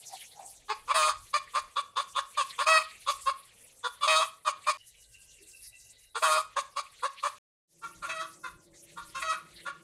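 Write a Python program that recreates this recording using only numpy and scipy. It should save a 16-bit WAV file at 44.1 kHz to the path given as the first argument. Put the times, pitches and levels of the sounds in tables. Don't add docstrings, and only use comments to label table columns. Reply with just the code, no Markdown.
import sys
import numpy as np
from scipy import signal
from scipy.io import wavfile
from scipy.ndimage import uniform_filter1d

SR = 44100
rng = np.random.default_rng(int(sys.argv[2]) if len(sys.argv) > 2 else 0)


def master(y):
    cut = np.clip(np.atleast_2d(y).T, -1, 1)
    pcm = np.round(cut * 32767)
    wavfile.write(sys.argv[1], SR, pcm.astype(np.int16))


N = 433503

# start t/s, attack t/s, length t/s, level/dB, swell across the hold/dB, first f/Hz, top f/Hz,
# fundamental, upper, beak and treble level/dB re level (CLUCK_TONE adds to these), throb 0-1, gape/dB, release t/s
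CLUCKS = [ (0.685, 0.017, 0.055, -29.5, -1.5, 427, 423.6, -10, -5.5, -9, -12.5, 0.41, -6, 0.013),
          (0.88, 0.036, 0.057, -24, -10, 475.7, 581, -19.5, -7.5, -16, -14.5, 0.59, 1, 0.01),
          (1.334, 0.008, 0.053, -22.5, -1.5, 558, 611.5, -17.5, -7, -10.5, -12.5, 0.39, -8, 0.018),
          (1.538, 0.018, 0.066, -24.5, -0.5, 480.7, 626.4, -17, -10.5, -11, -13, 1, 0.1, 0.021),
          (1.759, 0.01, 0.055, -25.5, 1, 479, 574.4, -18, -14, -5.5, -15, 0.47, 10, 0.017),
          (1.959, 0.013, 0.072, -26.5, -2, 446.3, 593, -17, -13.5, -5, -14, 0.83, 7, 0.023),
          (2.15, 0.014, 0.06, -26, 4, 475, 570, -16, -13, -5, -16, 0.87, 2, 0.019),
          (2.37, 0.0074, 0.064, -24.5, 0.5, 599.4, 559.8, -19.5, -11, -7, -11.5, 0.47, -14, 0.02),
          (2.582, 0.0082, 0.066, -26.5, 3.5, 471.5, 597, -16.5, -8.5, -5.5, -11, 0.73, 2, 0.026),
          (3.064, 0.02, 0.062, -22, 1.5, 519, 574.4, -14.5, -13.5, -8.5, -15.5, 0.74, -2.5, 0.023),
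          (3.259, 0.014, 0.058, -23, -0.5, 532, 566.4, -18, -13, -14, -18, 0.34, -0.5, 0.018),
          (3.834, 0.012, 0.051, -28.5, 4, 478, 498.3, -14, -27, -4, -15, 0.63, 9, 0.014),
          (4.012, 0.025, 0.067, -23.5, -2.5, 579.2, 566, -18.5, -12, -6, -13, 0.51, -4.5, 0.017),
          (4.451, 0.027, 0.064, -22.5, -3, 617, 603, -17, -10, -12, -14, 0.52, -3.5, 0.022),
          (4.665, 0.0078, 0.057, -22.5, 4.5, 609, 604.6, -16.5, -7, -8, -11.5, 0.49, -3.5, 0.021),
          (6.148, 0.0092, 0.052, -31, -1, 446.3, 465.7, -11.5, -10, -4.5, -8.5, 0.67, 16, 0.021),
          (6.561, 0.0073, 0.052, -25.5, 2, 539.5, 580, -13, -10.5, -16, -11.5, 0.67, -5.5, 0.022),
          (6.759, 0.012, 0.055, -27.5, 0.5, 538.1, 590, -13.5, -11, -14, -12, 0.753, -10.5, 0.015),
          (7.024, 0.012, 0.056, -26, 0.5, 470, 570, -13, -14, -13.5, -15.5, 0.43, 2.5, 0.018),
          (7.227, 0.0088, 0.064, -26, 1, 545.6, 587, -14.5, -12, -13, -14.5, 0.81, -5, 0.018),
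          (7.818, 0.021, 0.057, -36, -3, 453.4, 460, -18.5, -8.5, -13.5, -14.5, 0.32, 1, 0.022),
          (8.019, 0.01, 0.062, -34, 2, 610, 560.6, -11.5, -9, -14, -14, 0.62, 5.5, 0.023),
          (8.434, 0.0091, 0.055, -35.5, -1, 530.2, 518.6, -15, -8, -16, -14, 0.31, 0.1, 0.023),
          (8.964, 0.014, 0.061, -39, -4.5, 460.6, 461.6, -20, -14.5, -25, -15, 0.42, -5, 0.022),
          (9.144, 0.0099, 0.061, -35, -1, 518.6, 541.7, -12.5, -12, -12, -8.5, 0.22, 5, 0.02),
          (9.652, 0.014, 0.055, -32, 2, 497.5, 590, -14, -10.5, -11, -17, 0.59, -4.5, 0.023), ]
# fundamental, upper, beak, treble level/dB
CLUCK_TONE = [(3, -6.5, 2.5, -0.5), (1, -3.5, -1.5, 0), (4.5, -2, -4.5, -0.5), (-2.5, 6, 1.5, 16.5)]
# t/s, level/dB, f/Hz, fundamental and upper level/dB re level
SQUAWKS = [
    [(0.945, -29.5, 639, -8.5, -7), (0.961, -23, 650, -7.5, -6.5), (1.007, -24.5, 614, -9, -20),
     (1.035, -23, 613, -13, -5), (1.069, -23, 615.5, -12, -23), (1.087, -26, 621, -4, -3.5),
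     (1.095, -22.5, 618, -20, -33), (1.125, -34.5, 612, -20, -18)],
    [(2.66, -41.5, 628, -15, -24), (2.67, -23.5, 626, -7.5, -3), (2.686, -20, 641.6, -9.5, -9.5),
     (2.73, -23, 640.6, -6, 2.5), (2.748, -21, 633.6, -8, -11), (2.778, -21, 635.2, -11.5, 1.5),
     (2.798, -30.5, 619.5, -12, -11), (2.825, -35.5, 630, -17, -4)],
    [(4.075, -38.5, 624, 6, -8), (4.079, -21.5, 622.5, -8.5, -10), (4.097, -23.5, 634.3, -5.5, -2),
     (4.153, -24.5, 628, -6.5, -5), (4.165, -19.5, 634, -15, -24), (4.201, -24.5, 639.4, -2, -12),
     (4.231, -23, 652.4, -19, -12), (4.255, -38.5, 637.5, -6, -8)],
    [(6.215, -59, 629, 1, -8), (6.227, -25.5, 645, -2.5, -5), (6.243, -21.5, 647.6, -16.5, -20),
     (6.295, -25, 621.5, -4.5, -10), (6.325, -20.5, 619, -12, -15.5), (6.379, -25, 626.3, -5, -8.5),
     (6.385, -23, 630.7, -12, -23), (6.415, -36.5, 618, -12, -9)],
    [(8.085, -49, 644, 2, -8), (8.097, -34, 646.6, -6.5, -2), (8.127, -39.5, 649.6, -18, 2.5),
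     (8.137, -47, 647.2, -1, 8), (8.173, -37.5, 638, -9, -17), (8.185, -42, 640.5, -5, 5),
     (8.215, -32.5, 651, -13, -27), (8.26, -48, 643, -13, -19)],
    [(9.21, -54, 626, -3, -5), (9.226, -31, 648, -15, -1), (9.244, -37.5, 643.6, -3, -7),
     (9.274, -34.5, 646, -16, -24), (9.284, -34, 634.6, -7, -2), (9.306, -26.5, 643.7, -25, -20),
     (9.332, -30.5, 629, -6.5, -6.5), (9.36, -38, 608, -20, -18)],
]
# beak and treble level/dB re level, dulling from start to end/dB,
# throb 0-1 (more where the voice cracks), gape/dB
SQUAWK_TONES = [(-10.5, -8.5, 3.5, 0.81, -1), (-17, -10, 0.1, 0.08, 1.5), (-8, -10, 4.8, 0.6, 2),
                (-12.5, -11, 1.87, 0.74, 6), (-16.5, -8.5, 4.4, 0.065, -3), (-13.5, -11, 5.6, 0.032, -0.5)]
# f/Hz, width of one pass/Hz, relative level/dB in the yard, at the porch
THROAT = [(567.5, 864, -9.5, -23.5), (1144.6, 220, 5.5, 3), (1405, 73, -11, 8), (1880, 2200, -16.5, -9.5),
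          (2354, 540, -2.5, 2), (3506, 380, -4.5, 2), (4608, 1000, -14.5, -20), (5200, 540, -21, -17),
          (6450, 1100, -18.5, -17), (8870, 2300, -17.5, -17.5), (15100, 1700, -26.5, -72)]
# start t/s, length t/s, level/dB, centre f/Hz
FAR_CALLS = [(0.08, 0.1, -42, 770), (0.334, 0.22, -44.5, 760), (5.36, 0.23, -61.5, 376),
             (9.54, 0.12, -52.5, 1950)]
# start t/s, length t/s, level/dB, f/Hz
TWITTER = [(4.773, 0.15, -57, 2916), (4.942, 0.15, -63.5, 2900), (5.128, 0.14, -54.5, 2755),
           (5.269, 0.26, -62, 2815), (5.515, 0.15, -59.5, 2675), (5.717, 0.093, -56.5, 2690),
           (5.829, 0.11, -62, 2750), (6.018, 0.073, -63, 2820)]
# f/Hz, width of one pass/Hz, level/dB
FAINT_TONES = [(1582, 60, -87), (2000, 77, -82), (3916, 180, -77.5)]
# t/s, level/dB
GUSTS = [
    [(0.0, -86), (1.22, -59), (1.33, -73), (1.57, -69), (1.61, -60), (1.9, -87), (2.2, -63), (2.3, -84),
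     (3.29, -62.5), (3.37, -78.5), (3.65, -72.5), (4.55, -85), (4.96, -67.5), (7.33, -77.5)],
    [(7.92, -77), (7.978, -62), (8.356, -86), (8.568, -61), (8.606, -92.5), (8.718, -63), (8.818, -99.5),
     (8.834, -76), (9.222, -62.5), (9.488, -84), (9.552, -65), (9.642, -78), (9.798, -74), (9.83, -86)],
]
# f/Hz, relative level/dB per Hz
WIND_SPECTRUM = [(12, -52.5), (20, 0.5), (43, -1.5), (57, 5.5), (86, -12), (120, 1.5), (160, -35),
                 (260, -120)]
# t/s, high leaf level/dB, low leaf level/dB
RUSTLE = [
    [(0.0, -52.5, -60), (0.14, -51.5, -55.5), (0.72, -57.5, -66.5), (0.91, -60, -53.5), (1.05, -57.5, -59),
     (1.27, -60, -55.5), (1.89, -61.5, -69.5), (2.66, -56, -52.5), (2.92, -55, -55.5), (3.23, -53.5, -59.5),
     (3.43, -61, -61.5), (3.77, -59, -67), (4.09, -60.5, -67), (4.19, -49.5, -68), (4.51, -74, -68),
     (4.66, -56.5, -59), (4.98, -61, -70.5), (5.58, -56, -68.5), (6.15, -62, -72), (6.31, -38.5, -52),
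     (6.57, -67.5, -66.5), (6.85, -60.5, -64), (7.2, -59, -51.5), (7.24, -59.5, -62)],
    [(7.92, -56, -68), (7.994, -63, -60), (8.084, -58, -53), (8.594, -59.5, -78), (8.77, -60, -64.5),
     (9.282, -54.5, -56.5), (9.462, -57, -64.5), (9.712, -66.5, -56), (9.83, -59.5, -72)],
]
# f/Hz, relative level/dB per Hz
LEAF_SPECTRUM = [(4500, -6), (6000, -2.5), (7800, 3.5), (9500, -13.5), (10500, 11), (11500, -18),
                 (13000, -23), (16000, -34)]
# f/Hz, relative level/dB per Hz
LOW_LEAF_SPECTRUM = [(1400, -20), (1900, -10), (2700, -7), (3600, -10), (4600, -5)]
# f/Hz, relative level/dB per Hz
TRAFFIC_SPECTRUM = [(53, -37.5), (90, -7), (231, -14.5), (370, -17), (451, -9), (1230, -24.5), (1500, -31),
                    (1950, -48), (3300, -120)]
# f/Hz, width of one pass/Hz, level/dB
HUM = [(162.3, 36, -67), (338, 45, -65.5), (571, 47, -74), (870, 27, -93)]

DROPOUT_S, LULL_END_S, CUT_S, PORCH_S = 4.776, 6.14, 7.384, 7.675
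FADE_IN_S, CUTOFF_HZ = .22, 15700
CLUCK_START_DB, CLUCK_END_DB = -20.5, -23
CLUCK_GLIDE_SHARE = .6
CLUCK_SAG_SHARE = .1
BEAK_MOVES_DB = 3
GAPE_RESONANCE = 2
FAR_ATTACK_S, FAR_EDGE_DB = 0.063, -28
TWITTER_ATTACK_S, TWITTER_EDGE_DB = 0.026, -14
TRAFFIC_DB, LULL_DB, PORCH_TRAFFIC_DB = -70.5, -6, 1.5


def hen():
    clucks = voice([cluck(*row) for row in CLUCKS], crack=0, full_throb_jitter_rad=.2,
                   push_jitter_rad=.5, breath_db=-7, tilt=.3, wobble=.015)
    squawks = voice(list(map(squawk, SQUAWKS, SQUAWK_TONES)), crack=.7, full_throb_jitter_rad=.13,
                    push_jitter_rad=.2, breath_db=-4, tilt=.3, wobble=.0015)
    return clucks + squawks


def cluck(start, attack, length, level_db, swell_db, first_hz, top_hz,
          low_db, upper_db, beak_db, treble_db, throb, gape_db, release):
    corners = np.array([0, attack, length - release, length])
    top = CLUCK_GLIDE_SHARE * length
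    s = np.sort(np.append(corners, top))
    envelope_db = [CLUCK_START_DB - swell_db / 2, -swell_db / 2, swell_db / 2, CLUCK_END_DB + swell_db / 2]
    loud_db = np.interp(s, corners, level_db + np.array(envelope_db))
    pitch_hz = np.interp(s, [0, top, length], [first_hz, top_hz, top_hz * (1 - CLUCK_SAG_SHARE)])
    tones = np.array(CLUCK_TONE) + [low_db, upper_db, beak_db, treble_db]
    tone_db = [np.interp(s, corners, db) for db in tones.T]
    return [(*row, throb, gape_db) for row in zip(start + s, loud_db, pitch_hz, *tone_db)]


def squawk(curve, tone):
    beak_db, treble_db, dulling_db, throb, gape_db = tone
    start, end = curve[0][0], curve[-1][0]
    bright_db = [dulling_db * (.5 - (row[0] - start) / (end - start)) for row in curve]
    return [(*row, beak_db + db, treble_db + db, throb, gape_db) for row, db in zip(curve, bright_db)]


def voice(calls, crack, full_throb_jitter_rad, push_jitter_rad, breath_db, tilt, wobble):
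    curves = in_time(sorted(row for call in calls for row in call))
    level_db, pitch_hz, low_db, upper_db, beak_db, treble_db, throb, gape_db = curves
    long_calls = [c for c in calls if c[-1][0] - c[0][0] > .1]
    steady = sounding([[(c[0][0] + .04,), (c[-1][0] - .055,)] for c in long_calls], .02)
    throb = np.maximum(throb, crack * (1 - steady))
    source = syrinx(pitch_hz, throb, full_throb_jitter_rad, push_jitter_rad + 1 - steady,
                    breath_db, tilt, wobble)
    throaty = throat(source, gape_db)
    parts = [(350, 850, low_db), (850, 1720, 0), (1720, 2800, upper_db),
             (3100, 3950, beak_db), (4200, 18000, treble_db)]
    toned = sum(from_db(db) * evened(band(throaty, low, high, order=3), 0.016) for low, high, db in parts)
    return from_db(level_db) * sounding(calls, .005) * toned


def syrinx(pitch_hz, throb, full_throb_jitter_rad, push_jitter_rad, breath_db, tilt, wobble):
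    phase = 2 * np.pi * np.cumsum(pitch_hz * (1 + wobble * drift(50))) / SR
    shaky = phase + throb * (full_throb_jitter_rad * drift(250) + .2 * np.sin(phase / 4))
    pulses = sum(np.cos(k * shaky + .3 * k * k) / k ** tilt for k in range(1, 21))
    count = np.floor((phase + push_jitter_rad * drift(60)) / (8 * np.pi))
    fourth = np.diff(count, prepend=0) * 2 * SR / pitch_hz
    air = (1 + .5 * np.cos(phase)) * rng.standard_normal(N)
    breath = from_db(breath_db) * band(air, 2600, 18000, order=1)
    return pulses + throb * band(fourth, 1025, 1780) + breath


def throat(source, gape_db):
    porch = np.arange(N) > PORCH_S * SR
    out = 0
    for k, (hz, width_hz, yard_db, porch_db) in enumerate(THROAT):
        place_db = np.where(porch, porch_db, yard_db)
        gain = from_db(place_db + BEAK_MOVES_DB * drift(12) + gape_db * (k == GAPE_RESONANCE))
        out = out + (-1) ** k * gain * twice_resonant(source, hz, width_hz)
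    return out


def hen_echoes(dry_hen, t):
    porch = t > CUT_S
    yard_echo = echoes(dry_hen * ~porch, t60_s=0.3, dull_hz=5070, gap_s=0.0042)
    yard_echo = yard_echo * ((t < DROPOUT_S) | (t > 6))
    porch_echo = echoes(dry_hen * porch, t60_s=0.31, dull_hz=4430, gap_s=0.0045)
    return from_db(-17) * yard_echo + from_db(-12.0) * porch_echo


def echoes(x, t60_s, dull_hz, gap_s):
    t = np.arange(SR) / SR
    tail = rng.standard_normal(SR) * from_db(-60 * t / t60_s) * (t > gap_s)
    tail = band(tail, 650, dull_hz, order=1)
    return signal.fftconvolve(x, tail / np.sqrt(np.sum(tail ** 2)))[:N]


def far_calls():
    out = 0
    for row in FAR_CALLS:
        call = note(*row, FAR_ATTACK_S, FAR_EDGE_DB)
        level_db, hz = in_time(call)[0], np.mean(call, axis=0)[2]
        hoarse = twice_resonant(rng.standard_normal(N), hz, 0.24 * hz)
        out = out + from_db(level_db) * sounding([call], 0.15) * rms_one(hoarse)
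    return out


def twitter():
    notes = [note(*row, TWITTER_ATTACK_S, TWITTER_EDGE_DB) for row in TWITTER]
    level_db, pitch_hz = in_time(sorted(row for n in notes for row in n))
    whistle = drift(70) * np.sin(2 * np.pi * np.cumsum(pitch_hz) / SR)
    return from_db(level_db) * sounding(notes, 0.027) * rms_one(whistle)


def note(start, length, level_db, hz, attack_s, edge_db):
    edge = level_db + edge_db
    return [(start, edge, hz), (start + attack_s, level_db, hz), (start + length, edge, hz)]


def faint_tones(lull):
    return lull * wavering(FAINT_TONES, waver_db=6.5, waver_hz=2.2)


def wind():
    gust_db, = in_time(GUSTS[0] + GUSTS[1])
    return from_db(gust_db) * patchy_noise(WIND_SPECTRUM, patchy_db=-2.0, flicker_hz=8)


def leaves():
    high_db, low_db = in_time(RUSTLE[0] + RUSTLE[1])
    high = from_db(high_db) * patchy_noise(LEAF_SPECTRUM, patchy_db=4.5, flicker_hz=13)
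    low = from_db(low_db) * patchy_noise(LOW_LEAF_SPECTRUM, patchy_db=5.0, flicker_hz=16.0)
    return high + low


def traffic(lull, porch):
    level_db = TRAFFIC_DB + LULL_DB * lull + PORCH_TRAFFIC_DB * porch
    return from_db(level_db) * patchy_noise(TRAFFIC_SPECTRUM, patchy_db=2.5, flicker_hz=9)


def hum_nearby(porch):
    return porch * wavering(HUM, waver_db=1.5, waver_hz=2.63)


def patchy_noise(spectrum, patchy_db, flicker_hz):
    hz, density_db = np.array(spectrum).T
    together = drift(flicker_hz / 2)
    white, out = rng.standard_normal((2, N)), 0
    edges = hz[0] * 2 ** np.arange(0, np.log2(hz[-1] / hz[0]) - .1, 1 / 3)
    for k, low in enumerate(edges):
        level_db = np.interp(np.log(low * 2 ** (1 / 6)), np.log(hz), density_db)
        gain = from_db(level_db + patchy_db * (0.78 * together + drift(flicker_hz)))
        out = out + gain * band(white[k % 2], low, low * 2 ** (1 / 3))
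    return rms_one(out)


def wavering(peaks, waver_db, waver_hz):
    out = 0
    for hz, width_hz, db in peaks:
        gain = from_db(db + waver_db * drift(waver_hz))
        out = out + gain * rms_one(twice_resonant(rng.standard_normal(N), hz, width_hz))
    return out


def twice_resonant(x, hz, width_hz):
    return resonance(resonance(x, hz, width_hz), hz, width_hz)


def resonance(x, hz, width_hz):
    r = np.exp(-np.pi * width_hz / SR)
    zeros = np.array([1, 0, -1]) * (1 - r * r) / 2
    return signal.lfilter(zeros, [1, -2 * r * np.cos(2 * np.pi * hz / SR), r * r], x)


def band(x, low_hz, high_hz, order=2):
    return signal.sosfilt(signal.butter(order, [low_hz, high_hz], "band", fs=SR, output="sos"), x)


def drift(hz):
    r = np.exp(-32 * np.pi * hz / SR)
    noise = rng.standard_normal(N // 16 + 3002)
    slow = signal.lfilter([1], [1, -2 * r, r * r], noise)[3000:]
    return np.interp(np.arange(N) / 16, np.arange(len(slow)), rms_one(slow))


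def evened(x, window_s):
    return x / np.sqrt(uniform_filter1d(x ** 2, max(round(window_s * SR), 1)) + 1e-12)


def sounding(calls, fade_s):
    t, gate = np.arange(N) / SR, 0
    for call in calls:
        start, end = call[0][0], call[-1][0]
        gate = gate + np.interp(t, [start - fade_s, start, end, end + fade_s], [0, 1, 1, 0])
    return np.minimum(1, gate)


def in_time(rows):
    s, *columns = np.transpose(rows)
    return [np.interp(np.arange(N) / SR, s, c) for c in columns]


def rms_one(x):
    return x / np.sqrt(np.mean(x ** 2) + 1e-20)


def from_db(db):
    return 10 ** (np.asarray(db) / 20)


def scene():
    t = np.arange(N) / SR
    lull = (t >= DROPOUT_S) & (t < LULL_END_S)
    porch = t > CUT_S
    dry_hen = hen()
    distant = far_calls() + twitter() + faint_tones(lull)
    background = wind() + leaves() + traffic(lull, porch) + hum_nearby(porch)
    return (dry_hen + hen_echoes(dry_hen, t) + distant + background)[None]


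def record(dry):
    t = np.arange(N) / SR
    dropout = np.interp(t, DROPOUT_S + np.array([-0.0031, -0.0027, 0.0027, 0.0054]), [1, 0, 0, 1])
    fade = np.where(t < CUT_S, 1, np.clip((t - PORCH_S) / FADE_IN_S, 0, 1))
    low_pass = signal.ellip(12, .5, 70, CUTOFF_HZ, fs=SR, output="sos")
    return signal.sosfilt(low_pass, dry * dropout * fade)


dry = scene()
out = record(dry)
master(out)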